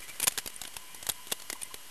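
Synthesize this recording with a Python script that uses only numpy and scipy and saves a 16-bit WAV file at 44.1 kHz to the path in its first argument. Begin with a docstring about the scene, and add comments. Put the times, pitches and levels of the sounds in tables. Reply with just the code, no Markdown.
"""The plastic case of a hand-held camera clicks, creaks and rubs under the fingers, right at the microphone.
Each slip of its parts thumps the case and rings its modes, and a small stiff part ticks brightly.
The camera faces a far building site. Behind the handling lie its own hiss and motor whine,
a wavering whistle and a few faint squeaks, perhaps from far machinery."""
import sys
import numpy as np
from scipy.fft import rfft, irfft, next_fast_len
from scipy.io import wavfile
from scipy.ndimage import uniform_filter1d, map_coordinates

SR = 44100
rng = np.random.default_rng(int(sys.argv[2]) if len(sys.argv) > 2 else 0)


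def file_out(sig):
    """Save sig as 16-bit WAV at sys.argv[1]."""
    # one column per channel
    cols = np.atleast_2d(sig).T
    # limit, then scale
    lim = np.clip(cols, -1, 1)
    pcm = np.round(lim * 32767).astype(np.int16)
    wavfile.write(sys.argv[1], SR, pcm)


N = 83790

# spectrum of the camera's hiss: f/Hz, relative level/dB
HISS_COLOUR = [(25, 3), (70, 2), (200, 2), (600, 1), (1300, 2.5), (2500, 4), (3100, 2.5), (4200, 1.5),
               (6500, 1.5), (9000, 2.5), (11500, 3.5), (13000, 0.5)]
# lines of the camera's motor: f/Hz, level/dB, waver/Hz
MOTOR_LINES = [(1654, -74, 4.7), (2022, -67.5, 27.9), (2330, -71.5, 22.6), (2873, -64, 8.93),
               (2964, -65.5, 34.7), (3200, -64.5, 1.9), (11650, -66, 43)]
# course of the far whistle: t/s, level/dB
WHISTLE_LEVELS = [(0, -69.5), (.7, -68), (.85, -62), (1.22, -63.5), (1.4, -67), (1.6, -65.5), (1.9, -66)]
# far squeaks: t/s, length/s, f/Hz, glide/(Hz/s), level/dB
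FAR_SQUEAKS = [(0, 0.094, 2030, -500, -55), (0.019, 0.014, 2380, 0, -46), (0.079, 0.048, 2350, 0, -47),
               (0.115, 0.068, 2060, -700, -58), (0.221, 0.027, 2320, 15, -41.5),
               (.54, 0.075, 2070, -2000, -59), (.83, 0.13, 2300, 1297.5, -59.5),
               (0.927, 0.14, 1990, 600, -61), (1.55, 0.018, 1000, 3.5, -48.5), (1.612, 0.017, 2340, 3, -46),
               (1.63, 0.051, 2030, 288, -57), (1.703, 0.026, 1020, 0, -49.5)]
# fingers rubbing on the case: t/s, length/s, level/dB
FINGER_RUBS = [(.001, 0.0086, -44.5), (0.009, 0.051, -44.5), (0.075, 0.036, -43.5), (0.091, 0.12, -50.5),
               (0.211, 0.02, -36.5), (0.23, 0.017, -31), (0.306, 0.0087, -42), (0.318, 0.013, -38),
               (0.326, 0.04, -47.5), (0.392, 0.011, -36), (0.493, 0.017, -46), (0.732, 0.021, -47),
               (1.043, 0.013, -44), (1.107, 0.016, -45.5), (1.155, 0.0068, -43.5), (1.275, 0.017, -43.5),
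               (1.299, 0.014, -42)]
# spectrum of skin on plastic: f/Hz, relative level/dB
SKIN_COLOUR = [(60, 0.5), (300, -1.5), (800, -2.5), (1400, 0.5), (2400, 2), (4500, -1.5), (7000, -0.5),
               (9500, 1.5), (13000, -2)]
# ticks of the small stiff part: t/s, level/dB, slip length/s
PART_TICKS = [(0.2394, -23, 0.0034), (.2428, -36, 0.0059), (0.5415, -43, 0.0018), (0.562, -35, 0.0017),
              (0.673, -37.5, 0.0014), (.9615, -46, 0.0024), (1.118, -34.5, 0.0013), (1.616, -38, 0.0027),
              (1.6318, -24, 0.00073), (1.654, -46.5, 0.0022)]
# spectrum of that part: f/Hz, relative level/dB
PART_COLOUR = [(300, -15), (1500, -33), (2400, -15.5), (4500, -23), (8300, -18), (8900, -1), (9500, 2),
               (9800, -11.5), (13000, -18.5)]
# resonances of the case: f/Hz, width/Hz, lift/dB
CASE_MODES = [(590, 140, 2), (1062, 220, -0.5), (1920, 120, 3), (2370, 200, 1), (2790, 66, 4.5),
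              (3454, 670, 5.5), (5900, 310, -4), (6600, 430, 1.5), (9100, 220, -2.5), (9600, 170, 3.5),
              (11020, 104, 7), (11400, 130, 9), (12200, 250, -0.5), (13450, 900, 3.5)]
# clicks of the case, all levels relative: t/s, level/dB, rise/s, slip length/s,
# thump/dB, knock/dB, clack/dB, snap/dB, knock f/Hz, ring f/Hz
CASE_CLICKS = [(0.1983, -35.5, 0.0018, 0.0048, -29, -9, 2, 7.5, 400, 2460),
               (0.2284, -32.5, 0.0008, 0.0017, -22.0, -9, 0.5, 10, 290.0, 2340),
               (0.27, -25.5, 0.0019, 0.0045, -22, -9.5, 0, 1, 466, 1020),
               (0.2781, -21.5, 0.0011, 0.0023, -32, -10.5, -1, 3.5, 584, 7110),
               (0.3762, -29, 0.00063, 0.0018, -19, -11, 0.0, -1, 446, 1605),
               (0.3833, -30.0, 0.0027, 0.0032, -38.0, -11, 2, 0.5, 810, 5430),
               (0.4606, -38.0, 0.00032, 0.0015, -2.5, -3.5, 1.5, 4.0, 393, 2540),
               (0.4741, -35.5, 0.0015, 0.0025, -29, -7.5, 0.5, 3.5, 265, 4700),
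               (0.6151, -35.0, 0.00092, 0.0024, -15.5, -9.5, -0.5, 0, 740.0, 7810),
               (0.6356, -42.5, 0.0014, 0.0027, -29, -8, 0, -2, 774, 2170),
               (0.651, -41.5, 0.0013, 0.0019, -14, -5, 7.5, -3.0, 302, 2990.0),
               (0.677, -43.5, 0.00036, 0.00091, -21.0, -3, 1.5, 2, 655, 4400),
               (0.7658, -38.0, 0.00091, 0.0028, -7, -6.5, 1.5, 3.0, 907, 2647),
               (0.946, -44.5, 0.00082, 0.0024, -13, -5, -7, 6, 930, 5970.0),
               (1.027, -38.5, 0.0011, 0.0023, -9, -7.5, -0.5, -2.0, 606, 8050),
               (1.0665, -35.5, 0.00055, 0.0021, -17.0, -12, 0.5, 1.5, 810, 7900),
               (1.0893, -28.5, 0.00076, 0.0024, -9, -8, -1, 4, 780, 3370),
               (1.0953, -29.5, 0.0021, 0.0033, -9, -10, 1, 5.0, 813, 3776),
               (1.2697, -47, 0.00092, 0.0019, -17, -1.5, 5, 4.0, 362, 2960),
               (1.3155, -40, 0.0011, 0.0034, -8, -6.5, 4.5, 2.0, 259, 3260),
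               (1.321, -28.5, 0.00053, 0.0044, -23, -6.5, 1.0, 2, 616, 2820),
               (1.398, -45.5, 0.001, 0.0031, -30, -11.0, 1.0, -4, 340.0, 4370),
               (1.4195, -42.5, 0.0008, 0.0024, -29, -10.0, -2, -5, 570.0, 4400),
               (1.4993, -32.5, 0.0015, 0.0027, -16, -9, 0.5, 1.5, 377, 2090),
               (1.5278, -34.5, 0.001, 0.0012, -22, -3, 0, 7, 294, 2010),
               (1.6194, -42.5, 0.0006, 0.0015, -23, -9, 5.5, 7, 445, 2370),
               (1.742, -40.5, 0.00058, 0.0014, -7, -2, 5.5, 6, 426, 3810)]


def amp(db):
    """Decibels to gain."""
    return 10 ** (np.asarray(db) / 20)


def unit(x):
    """Scale to rms 1."""
    return x / np.sqrt(np.mean(x ** 2) + 1e-20)


def evened(x, size=220):
    """Hold a noise near rms 1 over a few milliseconds, so that each short burst has its given strength."""
    return x / np.sqrt(np.abs(uniform_filter1d(x ** 2, size)) + 1e-9)


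def noise(gain):
    """Noise of rms 1 with the given gain per frequency."""
    return unit(irfft(rfft(rng.standard_normal(N)) * gain(np.fft.rfftfreq(N, 1 / SR)), N))


def coloured(points):
    """Noise of rms 1 whose spectrum joins (f/Hz, level/dB) points on a log frequency axis."""
    hz, db = np.transpose(points)
    return noise(lambda f: amp(np.interp(np.log(f + 1), np.log(hz + 1), db)))


def wobble(rate):
    """A smooth random curve, rate knots a second."""
    knots = rng.standard_normal(N)
    return map_coordinates(knots, [np.arange(N) * rate / SR], mode="wrap")


def tone(hz):
    """A sine of rms 1 that follows a pitch curve."""
    return np.sqrt(2) * np.sin(2 * np.pi * (np.cumsum(hz) / SR + rng.random()))


def burst(start, rise, hold, t60):
    """Quick rise, hold while the parts slip, then exponential decay."""
    t = np.arange(N) / SR - start
    return np.clip(t / rise, 0, 1) * amp(-60 * np.maximum(t - hold, 0) / t60)


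def swell(start, length):
    """A rounded rise and fall."""
    return np.sin(np.pi * np.clip((np.arange(N) / SR - start) / length, 0, 1))


def camera_noise(hiss_db=-49.5):
    """The floor under everything: the camera's steady hiss and the slightly unsteady lines of its motor."""
    whine = sum(amp(db) * tone(hz + waver * wobble(120)) for hz, db, waver in MOTOR_LINES)
    return whine + amp(hiss_db) * coloured(HISS_COLOUR)


def far_whistle(hz=1010, waver_hz=30, flutter_db=3.0):
    """One thin tone in the distance, wavering in pitch and fluttering in level."""
    level_db = np.interp(np.arange(N) / SR, *np.transpose(WHISTLE_LEVELS))
    level_db += flutter_db * wobble(45.07)
    return amp(level_db) * tone(hz + waver_hz * wobble(200))


def far_squeaks(jitter_hz=72.6):
    """Short faint tones in the distance, some gliding, all roughened by a fast jitter in pitch."""
    t = np.arange(N) / SR
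    out = np.zeros(N)
    for start, length, hz, glide, db in FAR_SQUEAKS:
        pitch = hz + glide * (t - start) + jitter_hz * wobble(400)
        out += amp(db) * swell(start, length) * tone(pitch)
    return out


def finger_rubs(grain_db=3, grains_per_s=400):
    """Grainy friction of skin on plastic, right at the microphone."""
    friction = unit(coloured(SKIN_COLOUR) * amp(grain_db * wobble(grains_per_s)))
    return friction * sum(amp(db) * swell(start, length) for start, length, db in FINGER_RUBS)


def part_ticks(rise_s=0.00045, t60_s=0.018):
    """Close by, a small stiff part slips and rings briefly, high in the treble."""
    ring = evened(coloured(PART_COLOUR))
    return ring * sum(amp(db) * burst(start, rise_s, slip, t60_s) for start, db, slip in PART_TICKS)


def case_band(lo_hz, hi_hz):
    """The crowded modes of the case within one band, as noise shaped by its resonances."""
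    lift_db = lambda f: sum(db / (1 + (2 * (f - hz) / width) ** 2) for hz, width, db in CASE_MODES)
    below = lambda f, edge: 1 / np.sqrt(1 + (f / edge) ** 10)
    above = lambda f, edge: np.sqrt(1 - below(f, edge) ** 2)
    return evened(noise(lambda f: amp(lift_db(f)) * below(f, hi_hz) * above(f, lo_hz)))


def case_clicks(thump_hz=80, tail_db=-27.5):
    """At the microphone, each slip pushes the case and rings its crowded modes, a hollow and a high one."""
    body, middle = case_band(150, 1120), case_band(964, 4700)
    upper, top = case_band(4440, 9220), case_band(9330, 12400)
    t = np.arange(N) / SR
    out = np.zeros(N)
    for start, db, rise, slip, thump, knock, clack, snap, knock_hz, ring_hz in CASE_CLICKS:
        decay = lambda t60_s: burst(start, rise, slip, t60_s)
        mode = lambda hz, t60_s: np.sqrt(2) * np.sin(2 * np.pi * hz * (t - start)) * decay(t60_s)
        shell = amp(knock - 1) * body + amp(clack - 1.5) * middle
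        shell += amp(0.5) * upper + amp(snap - 0.5) * top
        shell *= decay(t60_s=0.02) + amp(tail_db) * decay(t60_s=0.13)  # the whole case rings on faintly
        push = amp(thump - 2) * mode(thump_hz, t60_s=0.026)
        hollow = amp(knock - 3.5) * mode(knock_hz, t60_s=0.025)
        ring = amp(-4.5) * mode(ring_hz, t60_s=0.026)
        out += amp(db - 0.5) * (shell + push + hollow + ring)
    return out


def scene():
    """Close handling over a faint background, all dry at one microphone."""
    handling = case_clicks() + part_ticks() + finger_rubs()
    background = far_whistle() + far_squeaks() + camera_noise()
    return (handling + background)[None]


def record(dry):
    """The camera keeps nothing above its band limit and adds a small steady offset."""
    top_hz, offset = 12800, -0.0039
    size = next_fast_len(N + SR // 2)
    f = np.fft.rfftfreq(size, 1 / SR)
    lowpass = 1 / np.sqrt(1 + (f / top_hz) ** 200)
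    return offset + irfft(rfft(dry, size) * lowpass, size)[:, :N]


dry = scene()
out = record(dry)
file_out(out)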